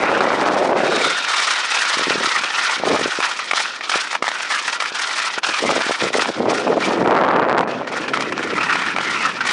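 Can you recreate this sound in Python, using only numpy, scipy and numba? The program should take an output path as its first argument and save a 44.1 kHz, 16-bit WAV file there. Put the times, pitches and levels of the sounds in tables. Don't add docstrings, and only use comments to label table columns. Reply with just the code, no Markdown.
import sys
import numpy as np
from scipy import signal
from scipy.fft import rfft, irfft, next_fast_len
from scipy.io import wavfile
from scipy.ndimage import uniform_filter1d
from numba import njit

SR = 44100
rng = np.random.default_rng(int(sys.argv[2]) if len(sys.argv) > 2 else 0)


def waveform_to_disk(signal):
    frames = np.transpose(np.atleast_2d(signal))
    scaled = np.clip(frames, -1, 1) * 32767
    samples = np.round(scaled).astype(np.int16)
    wavfile.write(sys.argv[1], SR, samples)


N = 419832

# start_s, spray_hiss_db, frame_ring_above_hiss_db
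RUN = [(0, -34, 13.5), (.6, -33, 6), (.8, -33, 7), (1.05, -23.5, 2.5), (1.5, -21.5, 2), (2.0, -23, 3.5),
       (2.7, -24, 4), (3.25, -30, 2.5), (3.6, -21.5, 0.5), (3.95, -26.5, 1), (4.3, -32.5, 5.5),
       (4.55, -29.5, 2), (5.2, -26, 3.5), (6.0, -27, 4), (6.2, -26, 2.5), (6.5, -29.5, 3.5), (6.85, -28, 4),
       (7.06, -42.5, 13), (7.59, -57.5, 21.5), (7.7, -30, 10), (7.95, -34.5, 9), (8.4, -36, 10),
       (8.7, -34, 11.5), (9.25, -28.5, 8.5), (9.52, -24.5, 4)]
BUMPY_DB = 1.49
# start_s, singing_above_hiss_db
ICE = [(.75, -6), (.92, 1.5), (1.12, 2), (1.3, -4), (3.2, -12)]
# peak_s, level_db, fall_by_6_db_ms (anything under .5 counts as .5 for the grind)
RIDGES = [(0.962, -13, 4), (2.099, -3, 5.5), (2.362, -2.5, 8), (2.437, -5.5, 5), (2.723, -14, 7),
          (3.118, -17, 19), (3.205, -2, 1), (3.227, -4.5, 23), (3.392, -11, 9), (3.513, 2, 2.5),
          (3.535, 0.5, 2), (3.603, -4.5, 4.5), (3.81, -8.5, 3.5), (3.897, -8, 1.5), (3.918, -2, 5.5),
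          (3.938, -10, 34), (4.131, -8, 2), (4.152, -7, 6), (4.226, -1, 2.5), (4.243, -5.5, -1),
          (4.27, -8, 2.5), (4.281, 0, 1.5), (4.288, -4, 2), (4.317, -6, 2.5), (4.406, -12, 5),
          (4.504, -8, 63), (4.68, -5.5, 6), (4.729, -12, 6), (4.804, -9, 5), (4.824, -7, 2), (4.86, -8, 5),
          (5.191, -13, 2), (5.201, -8.5, 3), (5.384, -6, 2.5), (5.434, -7, 7), (5.468, -7, 4),
          (5.54, -9, 4), (5.713, -6, -2), (5.82, -11, 2), (6.077, -14, 4), (6.14, -6, 4), (6.195, -3, 3),
          (6.222, -3, -1), (6.249, -12, -1), (6.259, -6, 0), (6.825, -27, 37), (7.873, -12, 13),
          (7.924, -17, 8), (7.969, -8, 0), (8.081, -7.5, 9.5), (8.137, -5, 4), (8.143, -5, -1),
          (8.174, -4, 1), (8.208, -8.5, 4), (8.224, -6, 2), (8.324, -2.5, 4), (8.38, -8, -2),
          (8.429, -11, 3), (8.567, -16, 17), (8.61, -8.5, 16), (8.632, -5.5, 4), (8.697, -5.5, 11),
          (8.727, -10, 18), (8.756, -5, 4), (8.825, -17, 12), (8.964, -2.5, 2), (8.986, -2.5, 1.5),
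          (9.032, -18, 4), (9.252, -5.5, 14), (9.408, -4, 11), (9.455, -11, -3), (9.489, -8, 8)]
JOLT_RISE_MS = 1.25
BLOW_DB, BLOW_DB_PER_MS = 6.5, -1.6
# landing_s, loss_just_before_db, length_s
HOPS = [(0.752, -8.5, 0.072), (1.271, -5.5, 0.19), (1.688, -4.5, 0.15), (2.209, -3.5, 0.24),
        (2.537, -5, 0.21), (2.843, -9.5, 0.079), (3.543, -8, 0.22), (3.813, -11.5, 0.2), (3.882, -7, 0.11),
        (4.087, -4.5, 0.04), (4.216, -18.5, 0.062), (4.787, -13.5, 0.0075), (4.932, -7, 0.087),
        (5.375, -5.5, 0.094), (5.417, -28, 0.026), (5.99, -4.5, 0.03), (6.116, -13, 0.027),
        (6.472, -10.5, 0.22), (6.789, -9.5, 0.18), (7.661, -21, 0.02), (7.904, -15, 0.26),
        (8.127, -8, 0.088), (8.365, -7.5, 0.1), (8.979, -7, 0.056), (9.386, -7.5, 0.15),
        (9.437, -17, 0.053)]
HOP_CURVE, LAND_S = 0.5, 0.015
# centre_hz, width_hz, level_db
FRAME = [(966, 420, -4.5), (1376, 182, 3), (1847, 198, 0), (2410, 266, -2), (2970, 420, -11.5)]
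# centre_hz, width_hz, level_db
STEEL = [(1420, 120, 9), (2350, 56, 2), (3685, 200, 4.5)]
# frequency_hz, level_db (per Hz)
SPRAY = [(40, -64), (300, -16.5), (800, -7.5), (2000, -9), (3200, -0.5), (3700, -2), (4300, -3),
         (5500, -3.5), (7500, -11.5), (10400, -17)]
# start_s, length_s, start_pitch_hz, end_pitch_hz, level_db
SQUEAKS = [(0.852, 0.043, 2110, 2580, -28), (1.008, 0.022, 2330, 2320, -21), (6.494, 0.1, 1340, 1470, -27),
           (6.821, 0.037, 2320, 2340, -21)]
SQUEAK_WIDTH_HZ = 35.
# start_s, level_db, eddy_pitch_hz, small_sharp_eddies_db, large_eddies_db (both against the level)
WIND = [(0, -25.5, 545, 2.5, -3), (.32, -26, 628, 5.5, -7.5), (.61, -19.5, 590, -8, -18),
        (.86, -22, 488, -4, -25), (1.08, -27, 423, -9, -14), (1.19, -42, 595, -7, -29),
        (1.9, -51.5, 740, -2, 1.5), (6.33, -52.5, 663, -1.5, -1), (6.39, -25.5, 335, -3, 4),
        (6.48, -22.5, 424, 3.5, 1), (6.64, -28, 448, -11, -10), (6.67, -16.5, 380, -5, -23),
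        (6.72, -16.5, 517, -10.5, -25), (6.77, -17.5, 430, -11, -21), (6.82, -27, 412, 4, 0.5),
        (7.03, -18.5, 453, -6.5, 0.5), (7.15, -22.5, 652, 0, -7.5), (7.6, -25.5, 643, 4.5, -4),
        (7.63, -28.5, 507, 1.5, 1), (7.9, -34, 430, -0.5, 0), (8.24, -27.5, 345, -14, -3),
        (8.58, -25, 287, -9, -4), (8.66, -32.5, 312, -31, 4), (9.52, -37.5, 380, -24, 3)]
STEADY_BUSY = 2.2
# start_s, length_s, level_db, eddy_pitch_hz
GUSTS = [(2.111, 0.14, -35, 420), (2.383, 0.069, -38.5, 502), (2.794, 0.036, -33, 490),
         (2.877, 0.075, -22.5, 480), (2.98, 0.1, -32.5, 402), (5.473, 0.026, -38, 580),
         (5.621, 0.11, -26.5, 400), (5.757, 0.057, -30.5, 530), (6.024, 0.04, -26, 376),
         (6.142, 0.081, -30.5, 428), (6.265, 0.045, -32, 470)]
GUST_RISE_DB_S, GUST_FALL_DB_S = 550, 504
# middle_s, level_db, pitch_hz
POPS = [(1.972, -14, 298), (1.995, -10, 500), (2.012, -13, 400), (2.022, -15, 330), (2.071, -10, 350),
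        (2.082, -9, 280), (2.107, -4.5, 425), (2.157, -7, 350), (2.245, -13, 430), (2.274, -16, 300),
        (2.811, -21, 450), (2.837, 0.5, 610), (2.855, -12, 380), (2.876, -10, 480), (2.903, -2, 400),
        (2.932, -8, 380), (2.939, -9, 430), (2.996, -9, 550), (3.013, -7, 376), (3.059, -4.5, 398),
        (3.189, -8.5, 387), (3.535, -17, 766), (3.958, -7, 487), (4.225, -4.5, 553), (4.92, -20, 452),
        (5.379, -13.5, 453), (5.492, -13.5, 450), (5.627, -8, 374), (5.64, -2, 560), (5.658, -9, 420),
        (5.693, 2, 900), (5.7, -9, 600), (5.706, -2, 950), (5.765, -6, 604), (5.78, -7, 450),
        (5.809, -18, 500), (5.866, -13, 278), (5.896, -5, 480), (5.91, -2, 596), (6.048, -13, 480),
        (6.07, -13, 353), (6.105, -12, 480), (6.154, -1, 430), (6.165, -5, 600), (6.185, -4, 453),
        (6.202, -13, 500), (6.224, -7, 700), (6.292, -6, 500), (6.301, -9, 425), (6.405, -2, 616),
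        (6.465, -6, 450), (6.482, -3, 408), (6.487, -3, 550), (6.52, -4, 560), (8.535, -11, 417)]
# middle_s, bright_edge_db
CRACKS = [(0.038, -9), (0.399, -21), (0.463, -11), (7.0594, -18), (7.0756, -10), (7.11, -9), (7.1278, -14),
          (7.1462, -16), (7.152, -10.5), (7.1768, -14), (7.1925, -25), (7.2132, -11), (7.221, -18),
          (7.237, -14), (7.242, -18), (7.2495, -12), (7.2541, -20), (7.2656, -15), (7.281, -15),
          (7.29, -25), (7.302, -17), (7.311, -20), (7.33, -21), (7.3325, -16), (7.344, -18), (7.353, -23),
          (7.36, -14), (7.364, -10), (7.388, -20), (7.3945, -17), (7.3977, -12), (7.4335, -18),
          (7.4512, -16), (7.5013, -16), (7.5137, -15), (7.5285, -11.5), (7.5478, -16), (7.568, -16),
          (7.5921, -9.5), (7.609, -8)]
CRACK_HZ, CRACK_EDGE_HZ = 940, 1730
CRACK_EDGE_DB = -13
CRACK_SUCTION = 0.43
TOP_HZ = 10010


def sled():
    hiss_db, ring_db = curves(RUN)
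    ice_db, = curves(ICE)
    load = load_db()
    bumps_db = BUMPY_DB * (0.61 * walk(45) + walk(110))
    grind = undb(hiss_db + load + bumps_db)
    burst, blow = jolts()

    frame = unit(ring_out(grains(7000, 3.2), FRAME))
    ring = frame * (grind * undb(ring_db) + undb(-11.0) * burst)
    steel = unit(ring_out(grains(9000, 1.3), STEEL, drift=0.012, patchy_db=2.0))
    sing = steel * grind * undb(ice_db)
    thud = svf(blow, np.full(N, 800.), 0.45)[1]
    knock = undb(12.0) * ring_out(blow, FRAME) + undb(18.5) * thud
    snow = spray(0.25 * ring_db - .5 * load) * (grind + undb(-21.0) * burst)
    return ring + sing + squeaks() + knock + snow


def jolts():
    burst, blow = np.zeros(N + SR), np.zeros(N)
    before = SR // 25
    ms = np.arange(-before, SR // 10) / SR * 1000
    for s, db, fall_ms in RIDGES:
        fall_ms = max(fall_ms, .5)
        start = int(s * SR) - before
        steps_down = np.where(ms < 0, (ms / JOLT_RISE_MS) ** 2, (ms / fall_ms) ** 1.3)
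        burst[start:start + len(ms)] += undb(db - 6 * steps_down)
        hit = int((s - JOLT_RISE_MS / 1000) * SR)
        blow[hit] = undb(db + BLOW_DB + BLOW_DB_PER_MS * fall_ms)
    return burst[:N], svf(blow, np.full(N, 4500.), 1.6)[0]


def load_db():
    t = np.arange(N) / SR
    total_db = np.zeros(N)
    for s, db, length in HOPS:
        lightness = np.interp(t, [s - max(length, .01), s, s + LAND_S], [0, 1, 0])
        total_db += db * lightness ** HOP_CURVE
    return total_db


def ring_out(push, modes, drift=0.051, patchy_db=1.5):
    out = np.zeros(N)
    for k, (hz, width, db) in enumerate(modes):
        level = undb(db + patchy_db * walk(30))
        centre_hz = hz * (1 + drift * walk(8))
        out += (-1) ** k * level * svf(push, centre_hz, width / hz)[1]
    return out


def spray(dull_db, patchy_db=1.64, finer=0.2):
    hiss = unit(colour(grains(15000, 2.6), SPRAY))
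    low, low_and_middle = [svf(hiss, np.full(N, hz), 1.12)[0] for hz in (3300., 6200.)]
    high = (hiss - low_and_middle) * undb(-dull_db)
    out = np.zeros(N)
    for k, part in enumerate((low, low_and_middle - low, high)):
        out += part * undb(patchy_db * (1 + finer * k) * walk(60))
    return out


def squeaks():
    out = np.zeros(N)
    for s, length, start_hz, end_hz, db in SQUEAKS:
        size, start = int(length * SR), int(s * SR)
        hz = np.linspace(start_hz, end_hz, size)
        rub = rng.standard_normal(SR // 5)[:size]
        ring = svf(rub, hz, SQUEAK_WIDTH_HZ / start_hz)[1]
        out[start:start + size] += undb(db) * unit(ring) * np.sqrt(np.hanning(size))
    return out


def wind():
    gust_db, hz, snap_db, large_db, busy = gusts()
    large = eddies(500 * busy, 0.62 * hz, edge_db=-15.0)
    middle = eddies(600 * busy, 1.32 * hz, edge_db=-33.0, damp=0.91, spread_db=2.4)
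    snaps = eddies(150 * busy, 2.35 * hz, edge_db=-30, spread_db=2.0)
    roar = undb(large_db) * large + middle
    out = undb(gust_db + 5) * (roar + undb(snap_db) * snaps)
    for s, db, pop_hz in POPS:
        cycles = np.arange(-2, 2, pop_hz / SR)
        start = int(s * SR) - len(cycles) // 2
        pulse = (np.sin(2 * np.pi * cycles) - 0.4) * np.exp(-(cycles / 0.44) ** 2)
        out[start:start + len(cycles)] += undb(db + 1.0) * pulse
    return out


def gusts():
    t = np.arange(N) / SR
    level_db, hz, snap_db, large_db = curves(WIND)
    least_busy = np.full(N, STEADY_BUSY)
    for s, length, db, gust_hz in GUSTS:
        rise_db = GUST_RISE_DB_S * np.maximum(s - t, 0)
        fall_db = GUST_FALL_DB_S * np.maximum(t - s - length, 0)
        gust_db = db - rise_db - fall_db
        stronger = gust_db > level_db
        hz = np.where(stronger, gust_hz, hz)
        least_busy = np.where(stronger, .18, least_busy)
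        level_db = np.maximum(gust_db, level_db)
    busy = np.clip(undb(.6 * (level_db + 23)), least_busy, 4)
    return level_db, hz, snap_db, large_db, busy


def eddies(rate, hz, edge_db, spread_db=0.5, damp=1.11):
    even = np.sqrt(np.mean(rate) / rate)
    burst = grains(rate, spread_db) * even * undb(0.76 * walk(70))
    hz = hz * undb(0.96 * walk(60))
    body = svf(svf(burst, hz, damp)[0], hz, damp)[0]
    edge = svf(svf(burst, 1.1 * hz, 0.34)[0], 0.65 * hz, 2.5)[0]
    return unit(body) + undb(edge_db) * unit(edge)


def cracks():
    s, db = np.transpose(CRACKS)
    push, t = np.zeros(N), np.arange(-88, 89) / SR
    push[(s * SR).astype(int)] = undb(db)

    def cycle(hz):
        return (np.sin(2 * np.pi * hz * t) - CRACK_SUCTION) * np.exp(-(hz * t / .45) ** 2)

    pulse = cycle(CRACK_HZ) / undb(CRACK_EDGE_DB) + cycle(CRACK_EDGE_HZ)
    return signal.fftconvolve(push, pulse, mode="same")


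def grains(rate, spread_db):
    there = rng.random(N) < rate / SR
    size_db = spread_db * np.minimum(rng.exponential(size=N), 4)
    return unit(there * np.clip(rng.standard_normal(N), -2, 2) * undb(size_db))


def walk(rate):
    k = int(SR / rate)
    held = np.repeat(rng.standard_normal(N // 20), k)[:N]
    slewed = uniform_filter1d(held, k)
    drift = uniform_filter1d(slewed, 4 * k)
    return unit(np.tanh((slewed - drift) / 1.2))


def colour(x, points):
    hz, db = np.transpose(points)
    size = next_fast_len(N)
    log_hz = np.log(np.maximum(np.arange(size // 2 + 1) * SR / size, 1))
    gain = undb(np.interp(log_hz, np.log(hz), db))
    return irfft(rfft(x, size) * gain, size)[:N]


@njit
def svf(x, hz, damp):
    out, b, l = np.empty((2, len(x))), 0., 0.
    for i in range(len(x)):
        g = np.tan(np.pi * hz[i] / SR)
        v = (b + g * (x[i] - l)) / (1 + g * (g + damp))
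        out[0, i], out[1, i] = l + g * v, damp * v
        b, l = 2 * v - b, l + 2 * g * v
    return out


def curves(table):
    s, *columns = np.transpose(table)
    return [np.interp(np.arange(N) / SR, s, c) for c in columns]


def undb(db):
    return 10 ** (np.asarray(db) / 20)


def unit(x):
    return x / np.sqrt(np.mean(x ** 2))


def scene():
    return (sled() + wind() + cracks())[None]


def record(dry):
    thin = signal.sosfilt(signal.butter(N=2, Wn=260., btype="high", fs=SR, output="sos"), dry)
    soft = 0.6 * np.tanh(thin / 0.61)
    thin = signal.sosfilt(signal.butter(N=1, Wn=120., btype="high", fs=SR, output="sos"), soft)
    return signal.sosfilt(signal.ellip(14, .5, 50, TOP_HZ, fs=SR, output="sos"), thin)


dry = scene()
out = record(dry)
waveform_to_disk(out)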